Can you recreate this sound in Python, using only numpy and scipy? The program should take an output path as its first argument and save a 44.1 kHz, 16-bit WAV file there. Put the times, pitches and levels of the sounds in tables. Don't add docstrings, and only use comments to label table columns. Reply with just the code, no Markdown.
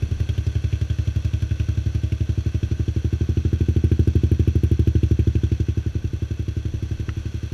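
import sys
import numpy as np
from scipy import signal
from scipy.fft import rfft, irfft
from scipy.io import wavfile
from scipy.ndimage import uniform_filter1d

SR = 44100
rng = np.random.default_rng(int(sys.argv[2]) if len(sys.argv) > 2 else 0)


def wrap_up_sound(samples):
    columns = np.atleast_2d(samples).T
    tamed = np.clip(columns, -1, 1)
    steps = np.round(tamed * 32767).astype(np.int16)
    wavfile.write(sys.argv[1], SR, steps)


N = 332073

# [t/s, speed/rpm]
SPEED = [(0, 1334.5), (.75, 1393.3), (1.65, 1359.1), (2.55, 1427.9), (3.0, 1446.9), (3.9, 1580.3),
         (4.05, 1479.5), (4.5, 1508.6), (5.05, 1512.3), (5.55, 1445.1), (5.9, 1308.8), (6.35, 1393.6),
         (7.15, 1397.0), (7.53, 1344.2)]
FIRST_FIRING_S = 0.018

# [f/Hz, width/Hz, level/dB, sign and size at the mouth]
BOOM = [(74.1, 16.25, 2.21, -0.78), (101.26, 17.3, -4, -0.66)]
THUD = [(106.93, 47.26, 1.44, 0.931), (135.55, 4.6, -15, -1.02)]
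BARK = [(125.4, 3.5, -10.5, 0.37), (191.6, 27, -14.5, -1.18), (334.2, 47, 1.5, 0.85), (369.2, 29, -3, 1),
        (490, 140, -15.5, -0.96), (670, 42, -24, 0.91)]
SHELL = [(218.3, 15.5, 0, 1), (313.4, 13.2, -2, 0.96), (387.4, 76.3, -5, 0.92), (426, 33, -16, -1.34)]
HOLLOW = [(572, 25, 2.4, 0.87), (632, 9.2, 0.81, -1.96), (774, 39, -1, 0.71)]
BOOM_PUSH_S, THUD_PUSH_S, BARK_PUSH_S, SHELL_PUSH_S, HOLLOW_PUSH_S = 0.00055, 0.00071, 0.0052, 0.00028, 0.00012
VOLUME_DB, CANS_DB = -8, -22

# [t/s, pulse travel/s,
# first, second and third tail can level/dB, second arrival level/dB, second arrival lag/s]
PLACE = [(.3, .0049, -34.5, -44, -50, -16, 0.029), (.9, 0.0049, -40, -34.5, -48, -18, 0.029),
         (1.9, 0.0036, -41, -34.5, -57, -11, .029), (2.5, 0.0024, -36, -34.5, -42, -32, 0.0277),
         (3.3, .00214, -47, -41, -34.5, -10.5, 0.023), (4.5, 0.0025, -55, -45, -38, -15.5, 0.023),
         (5.7, 0.0023, -52, -46, -39.5, -34, 0.0293), (6.4, 0.0022, -36, -40, -44, -12.5, .029),
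         (7.3, 0.0031, -47, -50, -48, -13, 0.02775)]
# [t/s, lowest pipe modes level/dB, upper modes level/dB, gas spit level/dB, clack level/dB]
NEARNESS = [(.1, 18.5, -42, -54, -52), (.5, 19, -30, -54, -49), (.9, 19, -5, -59, -47),
            (1.4, 19, -1, -57, -48), (2.1, 19, 4, -58, -51.5), (2.9, 18.5, 7.5, -61, -52.5),
            (3.45, 20, 10, -59, -55), (3.92, 23, 14, -53, -48.5), (4.6, 22.5, 12.5, -50, -52.5),
            (5.2, 22.5, 12.5, -49, -49.5), (5.6, 19.7, 8.5, -59, -50), (5.97, 16.5, 5, -60, -56.5),
            (6.6, 15.5, 3.5, -58, -57.5), (7.4, 13, .5, -63, -62)]
FIRING_SCATTER_DB, SPIT_SCATTER_DB, CLACK_SCATTER_DB = 0.45, 4, 5.5

# [f/Hz, width/Hz, level/dB]
CLACK = [(1550, 260, 0), (2570, 730, 2.5), (3264, 470, 0), (5030, 3400, -4.5)]
# [t/s, mode f/Hz, level/dB]
HARD_CLACKS = [(.022, 2600, -41.5), (.289, 2600, -42), (.289, 3300, -35.5), (.378, 3300, -37.5),
               (.465, 5000, -44), (.639, 2600, -45), (.726, 2600, -37), (.898, 3300, -42),
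               (.985, 2600, -43.5), (1.333, 2600, -41), (1.509, 1530, -45), (1.597, 2600, -40),
               (1.947, 1530, -40.5), (2.121, 2600, -40), (2.629, 3300, -41), (2.881, 3300, -45),
               (3.372, 2600, -40), (3.452, 1530, -40.5), (3.53, 1530, -42), (3.917, 1530, -40),
               (3.917, 2600, -42.5), (4.075, 1530, -43), (4.635, 2600, -44), (4.875, 2600, -42),
               (5.033, 2600, -41), (5.192, 2600, -41), (5.354, 2600, -40), (5.437, 3300, -44),
               (5.518, 2600, -43), (5.686, 2600, -44)]

# [f/Hz, width/Hz, level/dB]
CASES = [(1146, 180, -7.5), (1533, 148, 1), (2625, 230, -1.5), (3316, 410, -3.5), (4250, 720, -8),
         (5867, 770, -6.5)]
# [f/Hz, level/dB]
CASE_BED = [(250, -3), (500, -1.5), (900, -13.5), (2000, -8), (3500, -11.5), (5000, -23.5), (6500, -18),
            (8500, -26.5), (10800, -29.5), (13500, -33.5), (15000, -50)]
# [t/s, level/dB]
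CLATTER = [(0, -48.5), (1.7, -48.5), (2.0, -49.5), (5.5, -50), (6.0, -52), (7.2, -50), (7.53, -50)]

# [t/s, level/dB]
HARD_SPITS = [(3.688, -49), (3.995, -49), (4.156, -47), (4.477, -44), (4.635, -41.5), (4.715, -47),
              (4.875, -46.5), (5.112, -49.5)]

# [t/s, blow level/dB]
KNOCKS = [(7.0905, -5.5)]
# [f/Hz, width/Hz, level/dB]
KNOCK_MODES = [(960, 80, -25), (1305, 170, 6.5), (1460, 100, -1), (1810, 170, -3), (2050, 130, 6.5),
               (2220, 170, -5), (2740, 180, 2.5), (3050, 130, -2), (3300, 100, -17), (4250, 400, -15),
               (5500, 1500, -18)]

# [t/s, level/dB]
AIR = [(0, -71.5), (1.3, -76), (2.8, -75), (4.0, -84), (5.7, -81), (7.53, -75.5)]
WHINE_HZ, WHINE_RATE_HZ, WHINE_START_S = 11430, 29.97, 0.0156
# [t/s, level/dB, half length/s]
SWAYS = [(0.0, -12, 0.37), (1.55, -24, 0.38), (2.75, -19, .2), (3.63, -19, 0.12), (6.054, -19, 0.22),
         (6.957, -18, 0.39)]
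SWAY_FLOOR_DB = -37
MIC_LOW_HZ, TOP_HZ = 121.8, 15050


def undb(db):
    return 10 ** (np.asarray(db) / 20)


def unit(x):
    return x / np.sqrt(np.mean(x ** 2))


def curve(rows):
    return np.interp(np.arange(N) / SR, *np.transpose(rows))


def nearest(values, wanted):
    return np.abs(np.subtract.outer(wanted, values)).argmin(axis=1)


def ring(x, hz, width):
    return signal.lfilter(*signal.iirpeak(hz, hz / width, SR), x)


def ringing_noise(hz, width):
    return ring(ring(rng.standard_normal(N), hz, width), hz, width)


def train(times, gains, rise_s, fall_s):
    spikes = np.zeros(N)
    at = (np.asarray(times) * SR).astype(int)
    inside = (at >= 0) & (at < N)
    np.add.at(spikes, at[inside], np.broadcast_to(gains, at.shape)[inside])
    t = np.arange(SR // 10) / SR
    shape = (1 - np.exp(-t / rise_s)) * np.exp(-t / fall_s)
    return signal.fftconvolve(spikes, shape / shape.max())[:N]


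def coloured(x, points, peaks):
    f = np.maximum(np.arange(N // 2 + 1) * SR / N, 1)
    hz, db = np.transpose(points)
    power = undb(2 * np.interp(np.log(f), np.log(hz), db, left=-80))
    for centre, width, peak_db in peaks:
        power = power + undb(2 * peak_db) / (1 + (2 * (f - centre) / width) ** 2) ** 2
    return irfft(rfft(x) * np.sqrt(power), N)


def walk(rate):
    hold = int(SR / rate)
    steps = np.repeat(rng.standard_normal(N // hold + 1), hold)
    return 0.95 * uniform_filter1d(steps, hold)[:N]


def firings():
    t = np.arange(N) / SR
    cycles = np.cumsum(curve(SPEED)) / 120 / SR
    cycles = cycles - np.interp(FIRST_FIRING_S, t, cycles)
    return np.interp(np.arange(int(cycles[-1]) + 1), cycles, t)


def exhaust(fire_s, bark_db, drive_db):
    at, *columns = np.transpose(PLACE)
    travel, *tail_db, again_db, again_lag = (np.interp(fire_s, at, c) for c in columns)
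    times = np.r_[fire_s + travel, fire_s + travel + again_lag]
    groups = [(BOOM, drive_db, BOOM_PUSH_S), (THUD, drive_db + VOLUME_DB, THUD_PUSH_S),
              (BARK, bark_db, BARK_PUSH_S), (SHELL, drive_db + CANS_DB, SHELL_PUSH_S)]
    groups += [([mode], drive_db + db, HOLLOW_PUSH_S) for mode, db in zip(HOLLOW, tail_db)]
    sound = 0
    for modes, level_db, push_s in groups:
        push = train(times, undb(np.r_[level_db, level_db + again_db]), push_s, push_s)
        for f, width, db, sign in modes:
            sound = sound + sign * undb(db) * ring(push, f, width)
    return signal.sosfilt(signal.butter(2, 40, "high", fs=SR, output="sos"), sound)


def clack(fire_s, clack_db):
    hz, width, mode_db = np.transpose(CLACK)
    scatter = 2 * rng.random((len(fire_s), len(CLACK))) - 1
    blow_db = clack_db[:, None] + mode_db + CLACK_SCATTER_DB * scatter
    at, struck_hz, hard_db = np.transpose(HARD_CLACKS)
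    blow_db[nearest(fire_s, at), nearest(hz, struck_hz)] = hard_db
    sound = 0
    for f, w, db in zip(hz, width, blow_db.T):
        rattle = unit(ringing_noise(f, w))
        sound = sound + rattle * train(fire_s + 0.0043, undb(db), 0.00073, 0.0067)
    return sound


def cases(fire_s):
    grains = rng.standard_normal(N) * undb(1.2 * walk(300))
    tick_db = -10.5 + 3.8 * rng.standard_normal(len(fire_s))
    firing = train(fire_s + 0.0062, undb(-3), 0.001, 0.0094)
    tick = train(fire_s + 0.0334, undb(tick_db), 0.0008, 0.003)
    squeeze = train(fire_s[1:] - 0.026, undb(-16), 0.019, 0.03)
    clatter = unit(coloured(grains, CASE_BED, CASES)) * undb(curve(CLATTER))
    return clatter * (1 + firing + tick + squeeze)


def gas(fire_s, spit_db):
    low = ringing_noise(10700, 1100)
    high = ringing_noise(13200, 2000)
    spit = train(fire_s + 0.005, undb(spit_db), 0.00055, 0.0021)
    tail = train(fire_s + 0.0094, undb(spit_db - 18), 0.0015, 0.006)
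    tick = train(fire_s + 0.031, undb(-67.0), 0.0008, 0.006)
    return unit(low + undb(-3) * high) * (spit + tail + tick)


def knock():
    s, db = np.transpose(KNOCKS)
    times = np.r_[s + 0.0006, s + 0.0018, s + 0.0052]
    blow = train(times, undb(np.r_[db, db - 5, db - 13]), 0.00003, 0.00004)
    sound = 0
    for k, (f, width, mode_db) in enumerate(KNOCK_MODES):
        sound = sound + (-1) ** k * undb(mode_db) * ring(blow, f, width)
    return sound


def shop_wash():
    low = ring(rng.standard_normal(N), 95, 63)
    middle = ring(rng.standard_normal(N), 380, 190)
    return undb(-50.5) * unit(low + undb(-12.5) * middle)


def air_hiss():
    return undb(curve(AIR)) * unit(ringing_noise(10100, 1600))


def whine():
    t = np.arange(N) / SR
    switched_on = (t - WHINE_START_S) * WHINE_RATE_HZ % 1 < 0.45
    gate = uniform_filter1d(1.0 * switched_on, 90)
    phase = 2 * np.pi * np.cumsum(WHINE_HZ + 25 * walk(30)) / SR
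    return undb(-70.0 + 1.5 * walk(40)) * gate * np.sin(phase)


def camera_wobble():
    rumble = unit(ringing_noise(24.4, 17))
    t = np.arange(N) / SR
    sway = undb(SWAY_FLOOR_DB)
    for s, db, half in SWAYS:
        sway = sway + undb(db) * np.exp(-((t - s) / half) ** 2)
    return sway * rumble


def scene():
    fire_s = firings()
    at, *columns = np.transpose(NEARNESS)
    boom_db, bark_db, spit_db, clack_db = (np.interp(fire_s, at, c) for c in columns)
    strength, spatter = 2 * rng.random((len(fire_s), 2)).T - 1
    uneven_db = FIRING_SCATTER_DB * strength
    spit_db = spit_db + SPIT_SCATTER_DB * spatter
    hard_s, hard_db = np.transpose(HARD_SPITS)
    spit_db[nearest(fire_s, hard_s)] = hard_db
    engine = exhaust(fire_s, bark_db + uneven_db, boom_db + uneven_db)
    engine = engine + clack(fire_s, clack_db) + cases(fire_s) + gas(fire_s, spit_db)
    background = shop_wash() + air_hiss() + whine() + camera_wobble()
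    return (engine + knock() + background)[None]


def record(dry):
    thin = signal.sosfilt(signal.butter(2, MIC_LOW_HZ, "high", fs=SR, output="sos"), dry)
    return signal.sosfilt(signal.ellip(10, 0.2, 70, TOP_HZ, fs=SR, output="sos"), thin)


dry = scene()
out = record(dry)
wrap_up_sound(out)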